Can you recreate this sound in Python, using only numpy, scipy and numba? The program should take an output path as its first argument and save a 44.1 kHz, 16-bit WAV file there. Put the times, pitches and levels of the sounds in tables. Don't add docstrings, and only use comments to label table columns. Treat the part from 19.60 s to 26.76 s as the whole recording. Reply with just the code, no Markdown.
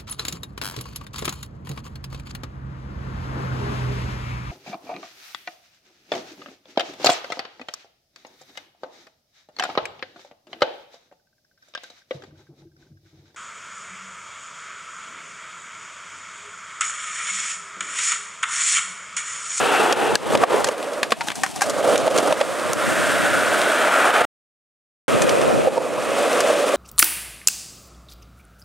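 import sys
import numpy as np
from scipy import signal
from scipy.fft import rfft, irfft
from scipy.io import wavfile
from scipy.ndimage import uniform_filter1d
from numba import njit

SR = 44100
rng = np.random.default_rng(int(sys.argv[2]) if len(sys.argv) > 2 else 0)


def gain_from_decibels(decibels):
    exponent = np.asarray(decibels, float) / 20
    return 10 ** exponent


def output_pcm(signal):
    pcm = np.clip(np.atleast_2d(signal).T, -1, 1) * 32767
    wavfile.write(sys.argv[1], SR, np.round(pcm).astype(np.int16))


N = 315756


def rms_one(x):
    return x / np.sqrt(np.mean(x ** 2) + 1e-20)


def band(x, low_hz, high_hz):
    sos = signal.butter(2, [low_hz, min(high_hz, .45 * SR)], "band", fs=SR, output="sos")
    return signal.sosfilt(sos, x)


def ring(t, hz, t60):
    return np.sin(2 * np.pi * hz * t) * gain_from_decibels(-60 * t / t60)


def lifted(x, resonances):
    for hz, width_hz, db in resonances:
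        b, a = signal.iirpeak(hz, hz / width_hz, SR)
        x = x + (gain_from_decibels(db) - 1) * signal.lfilter(b, a, x)
    return x


@njit
def resonance(x, hz, width_hz, sr):
    y, r = np.zeros(len(x)), np.exp(-np.pi * width_hz / sr)
    for i in range(2, len(x)):
        push = (1 - r * r) / 2 * (x[i] - x[i - 2])
        y[i] = push + 2 * r * np.cos(2 * np.pi * hz[i] / sr) * y[i - 1] - r * r * y[i - 2]
    return y


def drift(rate_hz):
    r = np.exp(-2 * np.pi * rate_hz / SR)
    slow = signal.lfilter([1], [1, -2 * r, r * r], rng.standard_normal(N + SR))
    return rms_one(slow[SR:])


def in_time(tables):
    s, *columns = np.vstack(tables).T
    return [np.interp(np.arange(N) / SR, s, c) for c in columns]


def at_hz(points, column=1):
    hz = np.maximum(np.fft.rfftfreq(N, 1 / SR), 1)
    points = np.array(points)
    return np.interp(np.log(hz), np.log(points[:, 0]), points[:, column])


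# time in seconds, peak level in dB, fall either side in dB per second.
GUSTS = [(0, -37, 80), (.33, -42.5, 38), (.55, -33.5, 150), (.7, -38.5, 33), (1.52, -57, 250),
         (1.72, -44, 248), (1.82, -41.5, 196), (2.14, -59, 80), (2.5, -42, 12), (3.45, -38, 19.5),
         (3.72, -38.5, 29), (4.63, -46.5, 60), (5.56, -36, 14), (5.98, -32, 74), (6.181, -44, 60),
         (6.634, -41, 199), (6.8, -65, 42), (7.16, -52, 202)]


def wind():
    t = np.arange(N) / SR
    lull_db = -66
    gusts = [np.maximum(db - fall * abs(t - s), lull_db) for s, db, fall in GUSTS]
    gust_db = np.max(gusts, axis=0)
    eddies = rng.standard_normal((2, N)) * gain_from_decibels(3.5 * drift(28))
    shared, opposed = (rms_one(band(band(e, 120, 400), 34, 410)) for e in eddies)
    opposed = gain_from_decibels(gust_db + 13) * opposed
    rumble = rms_one(band(eddies[0], 20, 70))
    return gain_from_decibels(gust_db + 1.5) * (shared + gain_from_decibels(-23) * rumble) + 0.11 * opposed, opposed


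STAGE_STARTS = [0, .6, 1.12, 1.55, 2.03, 2.78, 3.22, 3.8, 4.2, 4.46, 5, 6.1, 6.55]
# deck in Hz, wheel in Hz, axle in Hz, deck overtone in dB,
# axle ring in dB.
STAGE_TUNING = [(437, 1340, 2670, -1.5, 7.5), (489, 1050, 2300, -6.5, 1), (545, 1140, 2540, -15.5, 5),
                (700, 860, 2540, -27, 3), (564, 1210, 2540, -35, 1), (570, 1190, 3700, -18, -3),
                (598, 1450, 2700, -18, 3.5), (600, 1400, 2400, -16, 2), (590, 1370, 2320, -8.5, 7),
                (540, 1330, 2330, -2.5, 5), (525, 1220, 2510, -23, 8.5), (543, 1120, 2510, -21, 8.5),
                (544, 1190, 2500, -25.5, 5.5)]
# trucks in dB, bearings in dB, spread to the sides in dB,
# lumpiness in dB, left over right in dB.
STAGE_FACING = [(-9.5, -19, -7, 0.96, 1), (-11.5, -20, -4, 2, 0), (-15, -21, -31.5, 1, -.5),
                (-7, -14, -19, 2, 1), (-10.5, -17, -23, 2.1, -1), (-13.5, -19.5, -17.5, 0, -1),
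                (-13, -19, -25, 0.87, -0.5), (-11.5, -18.5, -19, 0.74, -0.5), (-14, -21, -23, 1, .5),
                (-12, -21.5, -18, 1, -0.5), (-11.5, -17.5, 0, -0.5, 0), (-12.5, -19, -15, 0.65, -1),
                (-9, -15.5, -18.5, 1, 0.1)]


def stages():
    stage = np.searchsorted(STAGE_STARTS, np.arange(N) / SR, "right") - 1
    held = np.hstack([STAGE_TUNING, STAGE_FACING])[np.maximum(stage, 0)]
    blend_s = .12
    return uniform_filter1d(held, round(blend_s * SR), axis=0, mode="nearest").T


def concrete(per_s, spread_db, lumps_db):
    sizes = gain_from_decibels(spread_db * np.minimum(rng.exponential(1, N), 5)) * rng.choice([-1, 1], N)
    grains = sizes * (rng.random(N) < per_s / SR)
    return rms_one(grains + 0.28 * rng.standard_normal(N)) * gain_from_decibels(lumps_db)


# time in seconds, load on the deck in dB, wheel speed as roar over deck in dB.
FIRST_BOARD = [(0, -24, 1.5), (.3, -23, -0.5), (.51, -24, -3.5), (.66, -28, -1), (.76, -22, -4.5),
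               (.92, -22.5, -3.5), (1.1, -29, -4.5), (1.39, -29, -6), (1.55, -37, -7), (1.93, -44.5, -1),
               (2.05, -29.5, -6), (2.26, -19.5, -9.5), (2.72, -20, -7), (2.83, -30.5, -1.5),
               (3.06, -27, -0.5), (3.4, -25.5, 4), (4.06, -23.5, 2), (4.5, -23, 4.5)]
SECOND_BOARD = [(5.5, -22.5, -2.5), (5.9, -20.5, -8), (6.074, -22.5, -10.5), (6.288, -25.5, -10),
                (6.434, -27.5, -3), (6.6, -20.5, -6), (6.812, -19, -7), (7.16, -21.5, -6.5)]
# centre in Hz, width in Hz, lift in dB.
TRUCK_MODES = [(3400, 1400, 7.5)]
# centre in Hz, width in Hz, lift in dB.
BEARING_MODES = [(7940, 1200, -0.5), (9500, 1000, 2.5)]
# frequency in Hz, level in dB per Hz.
SIDE_COLOUR = [(250, -20.5), (420, 1.5), (632, -2.5), (1050, -11.5), (3200, -37), (7600, -44.5),
               (9600, -31.5), (16000, -57.5)]


def rolling():
    deck_db, speed_db = in_time([FIRST_BOARD, SECOND_BOARD])
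    (deck_hz, wheel_hz, axle_hz, overtone_db, ring_db,
     truck_db, bearing_db, spread_db, lumpy_db, _) = stages()
    wheel_db = deck_db + speed_db
    truck_db = truck_db + 0.83 * wheel_db
    bearing_db = bearing_db + 0.62 * wheel_db
    lumpy_db = np.clip(lumpy_db, 0, 3)

    lumps = drift(30)
    coarse, other = (concrete(5000, spread_db=1.5, lumps_db=lumpy_db * lumps) for _ in range(2))
    medium_lumps_db = 0.64 * lumpy_db * (1.9 * lumps + 0.59 * drift(40))
    medium = concrete(6000, spread_db=2.0, lumps_db=medium_lumps_db)
    small, fine = (concrete(12000, spread_db=3.5, lumps_db=.5 * lumpy_db * (lumps + 0.87 * drift(4.1)))
                   for _ in range(2))

    drone = resonance(resonance(coarse, deck_hz, 200.0, SR), deck_hz, 300.0, SR)
    overtone = lifted(band(other, 650, 900), [(770, 110, 1.2)])
    rumble_db = -10.5 + 1.5 + .25 * speed_db
    deck = drone + gain_from_decibels(overtone_db) * overtone + gain_from_decibels(rumble_db) * band(other, 247, 520)

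    wheels = resonance(resonance(medium, wheel_hz, 410.0, SR), wheel_hz, 600., SR)
    wheels += gain_from_decibels(-7.5) * band(fine, 850, 2100)

    trucks = lifted(band(small, 1300, 3300), TRUCK_MODES)
    trucks += (gain_from_decibels(np.maximum(ring_db, 0)) - 1) * resonance(trucks, axle_hz, 220., SR)

    bearings = lifted(band(medium, 3400, 9320), BEARING_MODES)
    whistle_db = -4.5 + 0.7 * speed_db
    bearings += gain_from_decibels(whistle_db) * resonance(medium, np.full(N, 7950), 2200., SR)

    front = gain_from_decibels(deck_db + 2.0) * rms_one(deck)
    front += gain_from_decibels(wheel_db + 0.66) * rms_one(wheels)
    front += gain_from_decibels(truck_db + 0.28) * rms_one(trucks)
    front += gain_from_decibels(bearing_db + 0.55) * rms_one(bearings)

    around = concrete(9000, spread_db=7.5, lumps_db=.5 * lumpy_db * drift(25))
    wide = irfft(rfft(around) * gain_from_decibels(at_hz(SIDE_COLOUR)), N)
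    high = band(wide, 3500, 17000)
    side = gain_from_decibels(deck_db + spread_db) * rms_one(wide - high) + gain_from_decibels(bearing_db - 11.5) * rms_one(high)
    return front, side


# time in seconds, peak level in dB, note in Hz.
DECK_KNOCKS = [(.259, -12, 740), (.5548, -8.5, 1650), (.749, -7.5, 575), (.834, -1, 703), (.942, -9, 412),
               (1.086, -9.5, 550), (1.431, -14, 1635), (1.519, -10, 473), (1.522, -16.5, 222),
               (1.5212, -8.5, 1117), (1.671, -21, 843), (1.609, -17.5, 930), (1.8345, -12, 773),
               (1.96, -24, 755), (2.017, -9, 785), (2.476, -7, 620), (2.537, -19, 590), (2.593, -16, 566),
               (2.723, -4.5, 590), (2.81, -6, 555), (4.497, -10.5, 792), (4.613, -12.5, 527),
               (6.0718, -6.5, 530), (6.078, -10, 543), (6.1695, -11.5, 576), (6.177, -6, 540),
               (6.378, -13.5, 616), (6.898, -9.5, 620), (7.040, -10, 530), (7.14, -11.5, 548)]


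def knocks():
    out, t = np.zeros(N + SR), np.arange(SR // 8) / SR
    for s, db, hz in DECK_KNOCKS:
        cycles = 55. if 1.6 < s < 2.0 else 11
        t60 = np.clip(cycles / hz, .03, .06)
        below_hz, above_hz = rng.uniform([.55, 1.35], [.75, 1.7]) * hz
        note = ring(t, hz, t60)
        note += gain_from_decibels(-12.5) * ring(t, below_hz, .6 * t60) - gain_from_decibels(-7.0) * ring(t, above_hz, 0.85 * t60)
        note *= 1 - np.exp(-t / 0.0039)
        at = round(s * SR)
        out[at:at + len(t)] += gain_from_decibels(db) * note / abs(note).max()
    return out[:N]


# time in seconds, peak level in dB, wood over crack in dB, crack
# in Hz.
DAMPED_CLACKS = [(.3247, -4.5, -5, 3760), (.7512, -11.5, 5, 3500), (.836, -17, 11.5, 3240),
                 (1.0436, -4, -4, 5340), (1.069, -22.5, 8, 3770), (1.0867, -13, 4, 4930),
                 (1.43, -4, 1, 3774), (1.8624, -17, 2.5, 3340), (2.5764, -8.5, -20.5, 6440),
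                 (2.5832, -7, -3.5, 5050), (2.8118, -17.5, 7.5, 3330), (5.619, -4.5, -1, 6370),
                 (5.6928, -7, -2, 4440), (.7736, -7, -11.5, 3270), (2.0095, -12, 3, 6840)]
FREE_BOUNCES = [(1.227, -19.5, -13, 3060), (1.3327, -22.5, -6.5, 4150), (1.520, -9, 4, 3050),
                (1.6078, -20, 7.5, 3000), (1.671, -28, 5, 3740), (1.7163, -18.5, 2.5, 3550),
                (1.7544, -15, -5, 8220), (1.8340, -4.5, 1.5, 5960), (1.96, -16, -6, 7400),
                (2.018, -6.5, -1, 6830), (2.0962, -12, -4.5, 6640), (2.3567, -10, -5, 3000),
                (5.814, -15, 3, 4770), (6.8043, -7, -2.5, 6190)]
GRIT_TICKS = [(.5541, 0.5, -9.5, 4940), (1.1802, -21, -13, 3030), (1.5064, -18.5, 4.5, 3030),
              (1.6844, -12, 3.5, 3233), (1.7025, -20.5, 11, 3540), (1.7913, -28.5, -16, 3430),
              (2.0712, -21, -0.5, 5110), (2.1435, -24, -11, 3060), (2.378, -3.5, -17, 5910),
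              (2.4778, -14, 2, 3380), (2.5107, -16, -4.5, 3060), (2.7252, -12.5, 4.5, 3450),
              (2.8594, -27, -10.5, 3010), (2.9966, -18.5, -8, 3410), (3.1323, -5.5, -13.5, 10730),
              (4.0158, -11, 0.5, 3280), (6.0735, -23, -6, 4000), (6.178, -20, -6, 4200),
              (6.7296, -13.5, -18, 3340)]
# frequency in Hz, level in dB, 60 dB decay in seconds.
WOOD_MODES = [(786, 1.5, .06), (1190, 8, .035), (1260, -9, .03), (1627, 2, 0.061), (1790, 0.5, 0.03),
              (1880, -1, 0.051), (2282, -4, 0.038), (2500, -9, 0.037), (2960, -17, 0.027)]


def clacks():
    out, t = np.zeros(N + SR), np.arange(SR // 8) / SR
    kinds = [(DAMPED_CLACKS, 0.026), (FREE_BOUNCES, .047), (GRIT_TICKS, 0.0063)]
    for s, db, wood_db, hz, t60 in [(*row, t60) for rows, t60 in kinds for row in rows]:
        snap = gain_from_decibels(6.5 - 60 * t / 0.0046)
        chatter = gain_from_decibels(-60 * t / t60)
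        scattered = gain_from_decibels(-21.5 - 60 * t / .2)
        fade = (snap + chatter + scattered) * np.minimum(t / 0.0011, 1)
        burst = rng.standard_normal(len(t)) * fade
        crack = band(burst, 0.42 * hz, 1.38 * hz) + gain_from_decibels(-3.0) * band(burst, 2000, 10000)

        uneven = rng.uniform(-1.3, 1, len(WOOD_MODES))
        wood = sum(gain_from_decibels(mode_db + 3.9 * u) * ring(t, mode_hz, min(mode_t60, 1.2 * t60))
                   for (mode_hz, mode_db, mode_t60), u in zip(WOOD_MODES, uneven))
        wood = rms_one(np.convolve(wood, burst[:SR // 150])[:len(t)])
        wood += gain_from_decibels(2.0) * rms_one(band(burst, 750, 2910))
        at = round(s * SR)
        out[at:at + len(t)] += gain_from_decibels(db) * (crack / abs(crack).max() + gain_from_decibels(wood_db) * wood / abs(wood).max())
    return out[:N]


# time in seconds, peak level in dB, length in seconds,
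# low edge in Hz, high edge in Hz.
DRAGS = [(1.069, -20, 0.0069, 1200, 9000), (1.504, -22.5, 0.014, 1500, 11000),
         (1.607, -18, 0.0094, 900, 5000), (1.672, -19.5, 0.01, 700, 11000),
         (2.006, -18, 0.037, 1500, 10000), (2.802, -17.5, 0.0044, 500, 4000)]


def scuffs():
    out, t = np.zeros(N + SR), np.arange(SR // 8) / SR
    for s, db, length, low_hz, high_hz in DRAGS:
        held = np.minimum(t / .002, 1) * gain_from_decibels(-60 * np.maximum(t - length, 0) / 0.034)
        drag = band(rng.standard_normal(len(t)) * held, low_hz, high_hz)
        at = round(s * SR)
        out[at:at + len(t)] += gain_from_decibels(db) * drag / abs(drag).max()
    return out[:N]


# frequency in Hz, left lead in radians, left over right in dB.
PORT_DIFFERENCE = [(200, 0.86, -2), (403, 0.79, -2.5), (800, -0.66, -1), (1500, -0.25, 0.5),
                   (3000, -0.14, 0.5), (7000, .05, 1), (9500, 0.52, .5)]


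def scene():
    shared, opposed = wind()
    front, side = rolling()
    blows = band(knocks() + clacks() + scuffs(), 199, 9750)
    echo = np.zeros(N)
    for lag_s, db in [(.0031, -17), (.0083, -28), (.019, -27.5)]:
        lag = round(lag_s * SR)
        echo[lag:] += gain_from_decibels(db) * blows[:N - lag]
    front = front + blows + shared
    side = side + band(echo, 150, 4000) + opposed

    half = gain_from_decibels(at_hz(PORT_DIFFERENCE, column=2) / 2) * np.exp(.5j * at_hz(PORT_DIFFERENCE))
    spectrum = rfft(front)
    pan = gain_from_decibels(stages()[-1] / 2)
    left = irfft(spectrum * half, N) * pan + side
    right = irfft(spectrum / half, N) / pan - side
    return np.array([left, right])


def top_cut(x):
    return signal.sosfilt(signal.butter(12, 16370, fs=SR, output="sos"), x)


# start in seconds, end in seconds.
STRETCHES = [
    (0, 4.6515),
    (5.481, 7.16),
]
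# time in seconds, dip in dB.
GAIN_DIPS = [(.259, 3), (.325, 9.5), (0.552, 17), (0.75, 9), (0.835, 13), (1.086, 4), (1.519, 8),
             (1.716, 7), (1.833, 3.5), (2.357, 5.5), (2.478, 9.5), (2.597, 6), (2.724, 7.5), (2.811, 2),
             (3.132, 7.5), (4.499, 6.5), (4.614, 8), (5.64, 3), (6.081, 7.5), (6.177, 6), (6.804, 4),
             (7.038, 4.5)]


def record(dry):
    t, dip_db = np.arange(N) / SR, np.zeros(N)
    wait_s, recovery_db_s, attack_s = .006, 150.5, 0.0039
    for s, db in GAIN_DIPS:
        dip_db[round((s + wait_s) * SR)] = db
    climb = recovery_db_s * t
    deepest = np.maximum.accumulate(np.where(dip_db > 0, dip_db + climb, 0))
    dip_db = np.maximum(deepest - climb, 0)
    attack = np.exp(-1 / (attack_s * SR))
    x = dry * gain_from_decibels(-signal.lfilter([1 - attack], [1, -attack], dip_db))

    sounding = sum((t >= start) & (t < end) for start, end in STRETCHES)
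    x = 1.552 * np.tanh(x / 1.628) * sounding
    x = signal.sosfilt(signal.cheby2(16, 60, 16420, fs=SR, output="sos"), x)
    return top_cut(x)


dry = scene()
out = record(dry)
output_pcm(out)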